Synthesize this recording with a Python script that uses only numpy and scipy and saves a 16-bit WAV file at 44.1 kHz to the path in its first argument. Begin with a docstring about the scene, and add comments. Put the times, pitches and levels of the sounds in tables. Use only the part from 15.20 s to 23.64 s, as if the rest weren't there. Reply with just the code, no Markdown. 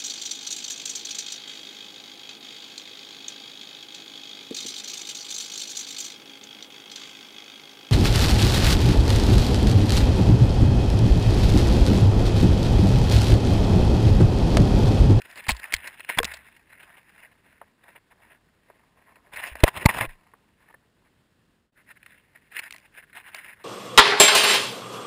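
"""Crisp snow crunches right at the microphone, with sharp cracks, hard snaps and two violent thumps.
Dogs trample crusty snow beside a small camera sealed in a housing on the ground; treads further off are dull.
Random snow grains ring the housing and walls; damped swings move the case; shaped noise is the air behind.
The sound is held at 12 kHz sampling, which mirrors it upward from 6 kHz and around 12 kHz."""
import sys
import numpy as np
from scipy import signal
from scipy.fft import rfft, irfft
from scipy.io import wavfile

SR = 44100
rng = np.random.default_rng(int(sys.argv[2]) if len(sys.argv) > 2 else 0)


def waveform_to_disk(signal):
    """Save audio, clipped to [-1, 1], as 16-bit WAV at the path in sys.argv[1]."""
    frames = np.transpose(np.atleast_2d(signal))
    scaled = np.clip(frames, -1, 1) * 32767
    samples = np.round(scaled).astype(np.int16)
    wavfile.write(sys.argv[1], SR, samples)


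N = 372204   # samples, about 8.4 s


def from_db(db):
    """Decibels to gain."""
    return 10 ** (np.asarray(db) / 20)


def rms_one(x):
    """Scale to unit rms."""
    return x / np.sqrt(np.mean(x ** 2) + 1e-20)


def in_time(rows):
    """Joins the rows by straight lines: one value per sample for each column after the time."""
    s, *columns = np.transpose(rows)
    return [np.interp(np.arange(N) / SR, s, c) for c in columns]


def band(x, low_hz, high_hz):
    """Butterworth band-pass."""
    return signal.sosfilt(signal.butter(2, [low_hz, high_hz], "band", fs=SR, output="sos"), x)


def drift(rate_hz):
    """Slow random wander of unit rms: noise through two equal one-pole low-passes."""
    r = np.exp(-2 * np.pi * rate_hz / SR)
    wander = signal.lfilter([1], [1, -2 * r, r * r], rng.standard_normal(N + SR))
    return rms_one(wander[SR:])   # the first second lets the filter settle


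def resonate(x, modes):
    """Parallel broad resonances of alternating sign, each a two-pole filter run twice for steep flanks."""
    out = np.zeros(N)
    for k, (hz, width_hz, db) in enumerate(modes):
        r = np.exp(-np.pi * max(width_hz, 60) / SR)
        section = [(1 - r * r) / 2, 0, (r * r - 1) / 2, 1, -2 * r * np.cos(2 * np.pi * hz / SR), r * r]
        out += (-1) ** k * from_db(db) * signal.sosfilt([section, section], x + 1e-18)
    return out


def grains(per_s, spread_db):
    """Random breaks of snow crystals, a few much stronger than the rest; rms 1."""
    sizes = from_db(spread_db * np.minimum(rng.exponential(1, N), 3))
    signs = rng.choice([-1, 1], N)
    breaking = rng.random(N) < per_s / SR
    return rms_one(sizes * signs * breaking)


# Paws pressing the snow close to the microphone. Each row: time of full weight in seconds,
# crunch level in dB, press time in seconds, lift time in seconds (3 ms at least is used for both).
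PAW_STEPS = [(0.018, -55.5, 0.03, 0.094), (0.18, -38.5, 0.027, 0.037), (0.33, -50.5, .05, 0.12),
             (0.397, -41, 0.0055, 0.014), (0.439, -42, 0.029, 0.044), (0.575, -41.5, 0.11, 0.036),
             (0.652, -42, 0.052, 0.099), (0.743, -44, 0.015, 0.012), (0.808, -37, 0.0095, 0.006),
             (0.91, -38.5, 0.04, 0.082), (0.95, -43, 0.03, 0.05), (1.031, -44, 0.0026, 0.13),
             (1.1, -40.5, 0.062, 0.073), (1.175, -51.5, 0.013, 0.026), (1.27, -54, 0.041, 0.021),
             (1.53, -51, 0.06, 0.057), (1.61, -50, 0.029, 0.043), (1.68, -51, 0.016, 0.082),
             (1.781, -52.5, 0.028, 0.017), (1.895, -57.5, 0.018, 0.017), (2.03, -50.5, 0.11, 0.08),
             (2.124, -51.5, 0.014, 0.012), (2.26, -58.5, 0.046, 0.2), (2.682, -54, 0.097, 0.11),
             (2.761, -50.5, 0.0098, 0.034), (2.921, -52, 0.021, 0.018), (3.03, -60.5, 0.09, 0.082),
             (3.118, -54, 0.058, 0.064), (3.52, -64.5, 0.1, 0.15), (3.79, -62, 0.05, 0.094),
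             (3.879, -61.5, 0.029, 0.089), (3.925, -57.5, 0.0098, 0.018), (3.967, -63, 0.017, 0.02),
             (4.055, -67.5, 0.03, 0.13), (4.141, -40.5, 0.018, 0.016), (4.189, -30.5, 0.024, 0.026),
             (4.24, -39.5, 0.032, 0.043), (4.278, -34.5, 0.044, 0.041), (4.32, -41, 0.028, 0.023),
             (4.38, -49, .03, 0.027), (4.41, -37.5, 0.025, 0.068), (4.487, -29.5, 0.056, 0.0066),
             (4.575, -31.5, 0.03, 0.022), (4.645, -37.5, 0.07, 0.02), (4.693, -25.5, 0.0063, 0.026),
             (4.767, -30, 0.055, 0.066), (4.814, -28.5, 0.014, 0.034), (4.848, -34, 0.063, 0.018),
             (4.89, -55, 0.011, 0.062), (5.07, -63, 0.019, 0.015), (5.431, -60.5, 0.042, 0.073),
             (5.488, -57, 0.015, 0.011), (5.505, -52.5, 0.014, 0.019), (5.546, -59, 0.01, 0.011),
             (5.858, -69.5, 0.035, 0.036), (6.585, -55, 0.028, 0.05), (6.714, -41.5, 0.047, 0.016),
             (6.775, -49.5, 0.02, 0.012), (6.91, -52.5, 0.032, 0.13), (7.153, -50, 0.0059, 0.038),
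             (7.329, -44, 0.019, 0.054), (7.381, -35.5, 0.057, 0.027), (7.44, -42, 0.024, 0.073),
             (7.663, -50, 0.024, 0.0068), (7.783, -46.5, 0.064, 0.039), (7.831, -47.5, 0.0079, 0.021),
             (7.9, -55, 0.042, 0.012), (7.932, -43.5, 0.004, 0.01), (7.97, -38, 0.035, 0.055),
             (8.08, -40, 0.041, 0.033), (8.19, -42.5, 0.089, 0.079), (8.25, -42.5, 0.016, 0.075),
             (8.311, -45.5, 0.085, 0.038), (8.43, -51.5, 0.086, 0.045)]


def weight(shuffle_db):
    """Power sum of the shuffle and of every step's rounded swell and release."""
    swell_db = 20   # the crunch rises by this over the press and sinks as much over the lift
    t = np.arange(N) / SR
    power = from_db(2 * shuffle_db)
    for s, db, press, lift in PAW_STEPS:
        press, lift = max(press, .003), max(lift, .003)
        start = max(round((s - 2 * press) * SR), 0)
        near = slice(start, round((s + 2 * lift) * SR))
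        late = t[near] - s
        from_peak = np.maximum(late / lift, -late / press)
        power[near] += from_db(2 * (db - swell_db * from_peak ** 2))
    return np.sqrt(power)


# Mid resonances of the sealed case around the microphone.
# Each row: centre in Hz, width in Hz, relative level in dB.
HOUSING_MODES = [(1535, 700, -7.5), (1927, 670, -1.5), (2667, 690, -5.5), (3555, 610, -15.5),
                 (4100, 270, -17), (4940, 250, -18.5), (4970, 710, -18.5)]


def housing(x):
    """The mid resonances of the sealed case."""
    return resonate(x, HOUSING_MODES)


# Low modes of the case walls, heard on direct contact.
# Each row: centre in Hz, width in Hz (60 at least is used), relative level in dB.
WALL_MODES = [(280, 660, -6.5), (636, 180, 0.5), (900, 530, 1), (1083, 56, 0.5)]
# Narrow ring in which far treads gather: centre in Hz, width in Hz, relative level in dB.
FAR_RING_MODE = (2000, 110, -11.5)
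# How near the dogs mill about. Each row: time in seconds, shuffle between steps in dB,
# gain of the dull part against the crisp part in dB.
DOG_NEARNESS = [(0, -50.5, -10.5), (.6, -52.5, -9), (.87, -55.5, -13), (1.19, -56, -8.5), (1.4, -58, -11.5),
                (1.45, -66.5, -10.5), (1.64, -57, -8), (1.95, -63.5, -8.5), (2.2, -69, -8),
                (3.2, -75, -3.5), (4.11, -73, 3.5), (4.14, -47.5, -8), (4.43, -64.5, -9), (4.5, -50, -1),
                (4.86, -56, 0.5), (4.94, -57, -8.5), (4.98, -68, 0.5), (5.38, -73.5, -4), (5.45, -75, -5.5),
                (5.6, -76, -0.5), (6.0, -78, -5), (6.5, -83, -12.5), (6.88, -62, -16), (7.1, -71, -8),
                (7.29, -63.5, -18.5), (7.5, -61.5, -17), (7.62, -57.5, -8.5), (7.7, -65.5, -15),
                (8.44, -70, -11)]


def scuff():
    """Clumped grains ring the housing crisply and the walls dully; distance dulls the modes; rumble below."""
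    sway_db, sway_hz = 2.5, 12   # each mode sways on its own
    dulled_hz = 2400   # modes above this fade with distance
    # The next three are dB per dB that the shuffle lies under its loudest.
    far_dulling, far_ring_gain, rumble_fall = 0.26, .35, 0.75
    rumble_db = -7
    shuffle_db, dull_db = in_time(DOG_NEARNESS)
    under_db = shuffle_db - shuffle_db.max()   # zero or negative
    clumps = from_db(2.2 * drift(40) + 2.4 * drift(150))

    breaks = clumps * grains(7000, spread_db=3.0)
    breaks = breaks / np.std(housing(breaks))
    crisp = np.zeros(N)
    for k, mode in enumerate(HOUSING_MODES):
        lost_db = far_dulling * under_db * (mode[0] > dulled_hz)
        gain = from_db(lost_db + sway_db * drift(sway_hz))
        crisp += (-1) ** k * gain * resonate(breaks, [mode])
    crisp += from_db(-far_ring_gain * under_db) * resonate(breaks, [FAR_RING_MODE])

    rubs = clumps * grains(2000, spread_db=3.5)
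    dull = np.zeros(N)
    for k, mode in enumerate(WALL_MODES):
        dull += (-1) ** k * from_db(sway_db * drift(sway_hz)) * resonate(rubs, [mode])
    # The ground shakes the case, more so the duller the contact.
    rumble = rms_one(band(rng.standard_normal(N), 45, 170))
    rumble_gain = from_db(rumble_db + dull_db + rumble_fall * under_db)
    dull = rms_one(dull) + rumble_gain * rumble
    return weight(shuffle_db) * (crisp + from_db(dull_db) * dull)


# Crusts and ice crumbs cracking against the housing, at the microphone. Each row: start in seconds,
# relative level in dB, 60 dB decay in seconds, bright part in dB and dull part in dB, both against the spray.
CRUST_CRACKS = [(0.017, -17, 0.01, -7, -35), (0.156, -32, 0.02, 6, -3), (0.173, -30, 0.042, 3.5, -2),
                (0.264, -23.5, 0.033, -6, -4), (0.282, -11, 0.059, 4.5, -9.5), (0.291, -15, 0.016, -6, 7),
                (0.296, -7, 0.02, -7, -8.5), (0.302, -19.5, 0.036, 11, -1.5), (0.316, -33, 0.013, 21.5, -9),
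                (0.523, -14, 0.014, 2, -5), (0.534, -15, 0.01, 8, 0.5), (0.538, -16.5, 0.025, 11.5, -15),
                (0.547, -19, 0.0084, 7, -17), (0.671, -19, 0.033, -0.5, -17),
                (0.7941, -24.5, 0.016, -5, -8), (0.846, -20, 0.0081, -23, -9),
                (0.887, -11, 0.054, -15, -8.5), (0.897, -17.5, 0.015, -32, 3.5),
                (0.971, -18, 0.036, -3, -1), (0.986, 6, 0.012, -13, -1), (1.03, -8.5, 0.012, -1, -0.5),
                (1.049, -18, 0.013, 11, 3.5), (1.136, -20.5, 0.029, 2.5, -5.5), (1.168, -30, 0.019, 0, -8),
                (1.362, -33.5, 0.03, -10.5, -14.5), (4.158, -20, 0.034, -6, -11),
                (4.402, -19, 0.018, -8, -11), (4.4377, 2.5, 0.014, -32, -13), (4.57, -29, 0.016, -16, -7),
                (4.654, -11.5, 0.017, 5.5, -4), (4.6581, 5, 0.014, -2, -6.5),
                (6.828, -31.5, 0.016, -15, -18.5), (6.86, -26.5, 0.02, -15, -17.5),
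                (7.316, -34.5, 0.025, -8.5, -23.5), (7.355, -23.5, 0.035, -12, -24),
                (7.364, -15.5, 0.026, -27, -19), (7.388, -10, 0.031, -8, -18), (7.542, -29, 0.018, -1, -4),
                (8.186, -27, 0.023, -22.5, -18.5), (8.245, -28, 0.024, -20, -26),
                (0.112, -34.5, 0.0071, 8.5, -9), (0.24, -39.5, 0.008, 12.5, -9), (0.346, -33, 0.027, 3, 1),
                (0.364, -36, 0.026, 11.5, -10), (0.397, -35, 0.012, 9.5, -23),
                (0.564, -19.5, 0.008, 8, -14), (3.956, -35, 0.015, -6, -10.5),
                (4.353, -20.5, 0.015, -6, -0.5), (4.477, -13, 0.015, -7, 8),
                (7.416, -29.5, 0.0073, -19, -8), (8.144, -23, 0.013, 0.5, -5)]


def cracks():
    """Each crack is a spray of grains that grinds on briefly, then dies."""
    spray, bright, dull = np.zeros((3, N))
    for s, db, t60, bright_db, dull_db in CRUST_CRACKS:
        at = round(s * SR)
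        t = np.arange(min(SR // 4, N - at)) / SR
        decay_db = -60 * np.maximum(t / t60 - .12, 0)   # holds for 12 % of the decay time
        shape = from_db(db + decay_db) * (1 - np.exp(-t / (t60 * 0.09)))
        spray[at:at + len(t)] += shape
        bright[at:at + len(t)] += shape * from_db(bright_db)
        dull[at:at + len(t)] += shape * from_db(dull_db)
    breaks = grains(7000, spread_db=2.0)
    blows = rng.standard_normal(N)
    body = housing(breaks * spray) / np.std(housing(breaks))
    tick = band(band(breaks * bright, 2400, 5300), 2400, 5300) / np.std(band(breaks, 2500, 5800))
    thud = resonate(blows * dull, WALL_MODES) / np.std(resonate(blows, WALL_MODES))
    return from_db(-12.0) * body + from_db(-13.0) * tick + from_db(-12.0) * thud


# Single hard crumbs of ice that hit the case once. Each row: start in seconds, level in dB before the rise,
# ring in Hz, 60 dB decay of the ring in seconds, click against the ring in dB.
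ICE_SNAPS = [(0.2918, -7.5, 2270, 0.014, -11), (0.523, -12, 2150, 0.0073, -13),
             (0.5388, -3, 2180, 0.011, -4), (0.985, -0.5, 1720, 0.0054, -14),
             (0.9881, -5.5, 3370, 0.014, -20), (1.0008, -15, 1640, 0.011, -14),
             (1.0444, -14.5, 3440, 0.0079, 0.5), (1.052, -17.5, 2750, 0.0058, 1.5),
             (4.4361, 5.5, 2524, 0.012, 0), (4.4785, -11, 1900, 0.016, -14),
             (4.659, 3.5, 2120, 0.0098, -14), (5.4878, -42.5, 1780, 0.016, -15),
             (5.527, -47.5, 1790, 0.021, -21), (5.544, -39, 1786, 0.028, -22),
             (7.508, -31.5, 2150, 0.01, 5), (7.5245, -21.5, 2680, 0.005, -6),
             (7.5362, -35, 1990, 0.029, -18.5), (7.562, -33, 1980, 0.013, -2),
             (7.582, -39.5, 2400, 0.012, -5), (7.6, -46, 2200, .01, -3), (8.147, -28.5, 2210, 0.015, 4),
             (8.165, -40, 4900, 0.011, -3), (8.1842, -27, 2200, 0.01, -22), (8.188, -30, 2030, .016, -22),
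             (8.194, -31, 2170, 0.014, -24)]


def snaps():
    """One ring of the case wall and a short wide click for each crumb."""
    click_t60_s, rise_s = 0.011, 0.00043
    out = np.zeros(N)
    grit = rms_one(band(rng.standard_normal(N), 1500, 10000))
    t = np.arange(SR // 20) / SR
    for s, db, hz, t60, click_db in ICE_SNAPS:
        hit = slice(round(s * SR), round(s * SR) + len(t))
        ring = from_db(-60 * t / t60) * np.sin(2 * np.pi * hz * t)
        click = from_db(click_db - 60 * t / click_t60_s) * grit[hit]
        out[hit] += from_db(db) * (1 - np.exp(-t / rise_s)) * (ring + click)
    return out


# Paws that kick the case into overload. Each row: start in seconds, starting level in dB, turns of the swing,
# slowing time in seconds, 60 dB decay in seconds, direction (1 or -1).
PAW_KICKS = [(4.4353, 12, .76, .005, .026, -1), (4.6578, 6, 1.25, .005, .028, 1)]


def kicks():
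    """A violent swing that slows down as the case settles back into the snow."""
    out = np.zeros(N)
    t = np.arange(SR // 4) / SR
    for s, db, turns, slowing, t60, direction in PAW_KICKS:
        at = round(s * SR)
        swing = np.sin(2 * np.pi * turns * (1 - np.exp(-t / slowing)))
        out[at:at + len(t)] += direction * from_db(db - 60 * t / t60) * swing
    return out


# The housing is shoved and rocks under the microphone. Each row: start in seconds, starting level in dB,
# swing in Hz, 60 dB decay in seconds, direction (1 or -1).
CASE_SHOVES = [(0.284, -21.5, 95, 0.06, -1), (0.294, -24.5, 227, 0.044, 1), (0.317, -21, 55.5, 0.14, 1),
               (0.541, -33, 35.7, 0.11, 1), (0.546, -38, 77, 0.17, 1), (0.973, -26.5, 149, 0.038, -1),
               (0.986, -28.5, 26, 0.17, 1), (1.0, -39.5, 69, 0.51, 1), (1.0016, -20, 470, 0.063, -1),
               (1.045, -30.5, 205, 0.035, 1), (4.317, -37, 61.4, 0.21, 1), (4.4376, 6.5, 470, 0.0099, 1),
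               (4.4408, 3, 585, 0.014, 1), (4.6537, -20, 620, 0.027, -1), (4.6635, -5.5, 900, 0.019, 1),
               (4.808, -28.5, 115.7, 0.19, 1), (4.872, -31, 21.7, 0.21, 1)]


def shoves():
    """Damped swings of the whole case."""
    out = np.zeros(N)
    t = np.arange(SR // 2) / SR
    for s, db, hz, t60, direction in CASE_SHOVES:
        at = round(s * SR)
        out[at:at + len(t)] += direction * from_db(db - 60 * t / t60) * np.sin(2 * np.pi * hz * t)
    return out


# Dull treads further off. Each row: start in seconds, relative level in dB, 60 dB decay in seconds.
FAR_FOOTFALLS = [(2.414, -31, 0.05), (2.753, -38.5, 0.027), (3.5, -35, 0.036), (5.136, -33, 0.026),
                 (5.541, -40.5, 0.042)]


def footfalls():
    """Short dull puffs of packed snow: decaying noise in a low-mid band."""
    puff = np.zeros(N)
    t = np.arange(SR // 5) / SR
    for s, db, t60 in FAR_FOOTFALLS:
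        at = round(s * SR)
        puff[at:at + len(t)] += from_db(db - 60 * t / t60)
    return from_db(5.5) * band(band(puff * rng.standard_normal(N), 380, 1600), 190, 1980)


# Distant rumble and microphone hiss. Each row: frequency in Hz, relative density in dB per Hz.
AIR_COLOUR = [(18, -39), (30, -7.5), (100, -6.5), (223, -6.5), (260, -8.5), (346, -11.5), (492, -14),
              (781, -21), (1690, -19.5), (2350, -27.5), (2620, -22), (5800, -29), (7540, -65.5),
              (12800, -120)]


def air():
    """Background noise with its own colour, its level swaying only slightly."""
    hz = np.fft.rfftfreq(N, 1 / SR) + 1
    table_hz, table_db = np.transpose(AIR_COLOUR)
    colour_db = np.interp(np.log(hz), np.log(table_hz), table_db)
    noise = rms_one(irfft(rfft(rng.standard_normal(N)) * from_db(colour_db), N))
    return from_db(-66.5 + 0.55 * drift(6.3)) * noise


def scene():
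    """All sources at the one microphone."""
    mix = scuff() + cracks() + snaps() + footfalls() + shoves() + kicks() + air()
    return mix[None]   # one channel


def roll_off(x):
    """The treble ends steeply here."""
    return signal.sosfilt(signal.butter(12, 16460, fs=SR, output="sos"), x)


# The sound fades out and comes back fast. Each row: time in seconds, gain in dB.
QUICK_FADE = [(6.36, 0), (6.46, -6), (6.5, -14), (6.518, -30), (6.524, -7), (6.58, 0)]


def record(dry):
    """12 kHz samples, hard overload, each sample held four times over, faint hiss, treble cut, fade."""
    held_rate, overload = 12000, .68   # Hz, full scale = 1
    smooth = signal.sosfilt(signal.cheby2(10, 30, 6600, fs=SR, output="sos"), dry)
    sampled = signal.resample_poly(smooth, held_rate, SR, axis=1)
    stored = np.clip(sampled, -overload, overload)
    stairs = np.repeat(stored, 4, axis=1)   # the steps leave mirror images of the spectrum
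    held = signal.resample_poly(stairs, SR, 4 * held_rate, axis=1)[:, :N]
    hissy = held + from_db(-89.5) * rng.standard_normal(held.shape)
    cut = signal.sosfilt(signal.cheby2(10, 45, 16300, fs=SR, output="sos"), hissy)
    faded = from_db(in_time(QUICK_FADE)[0]) * cut
    return roll_off(faded)


dry = scene()
out = record(dry)
waveform_to_disk(out)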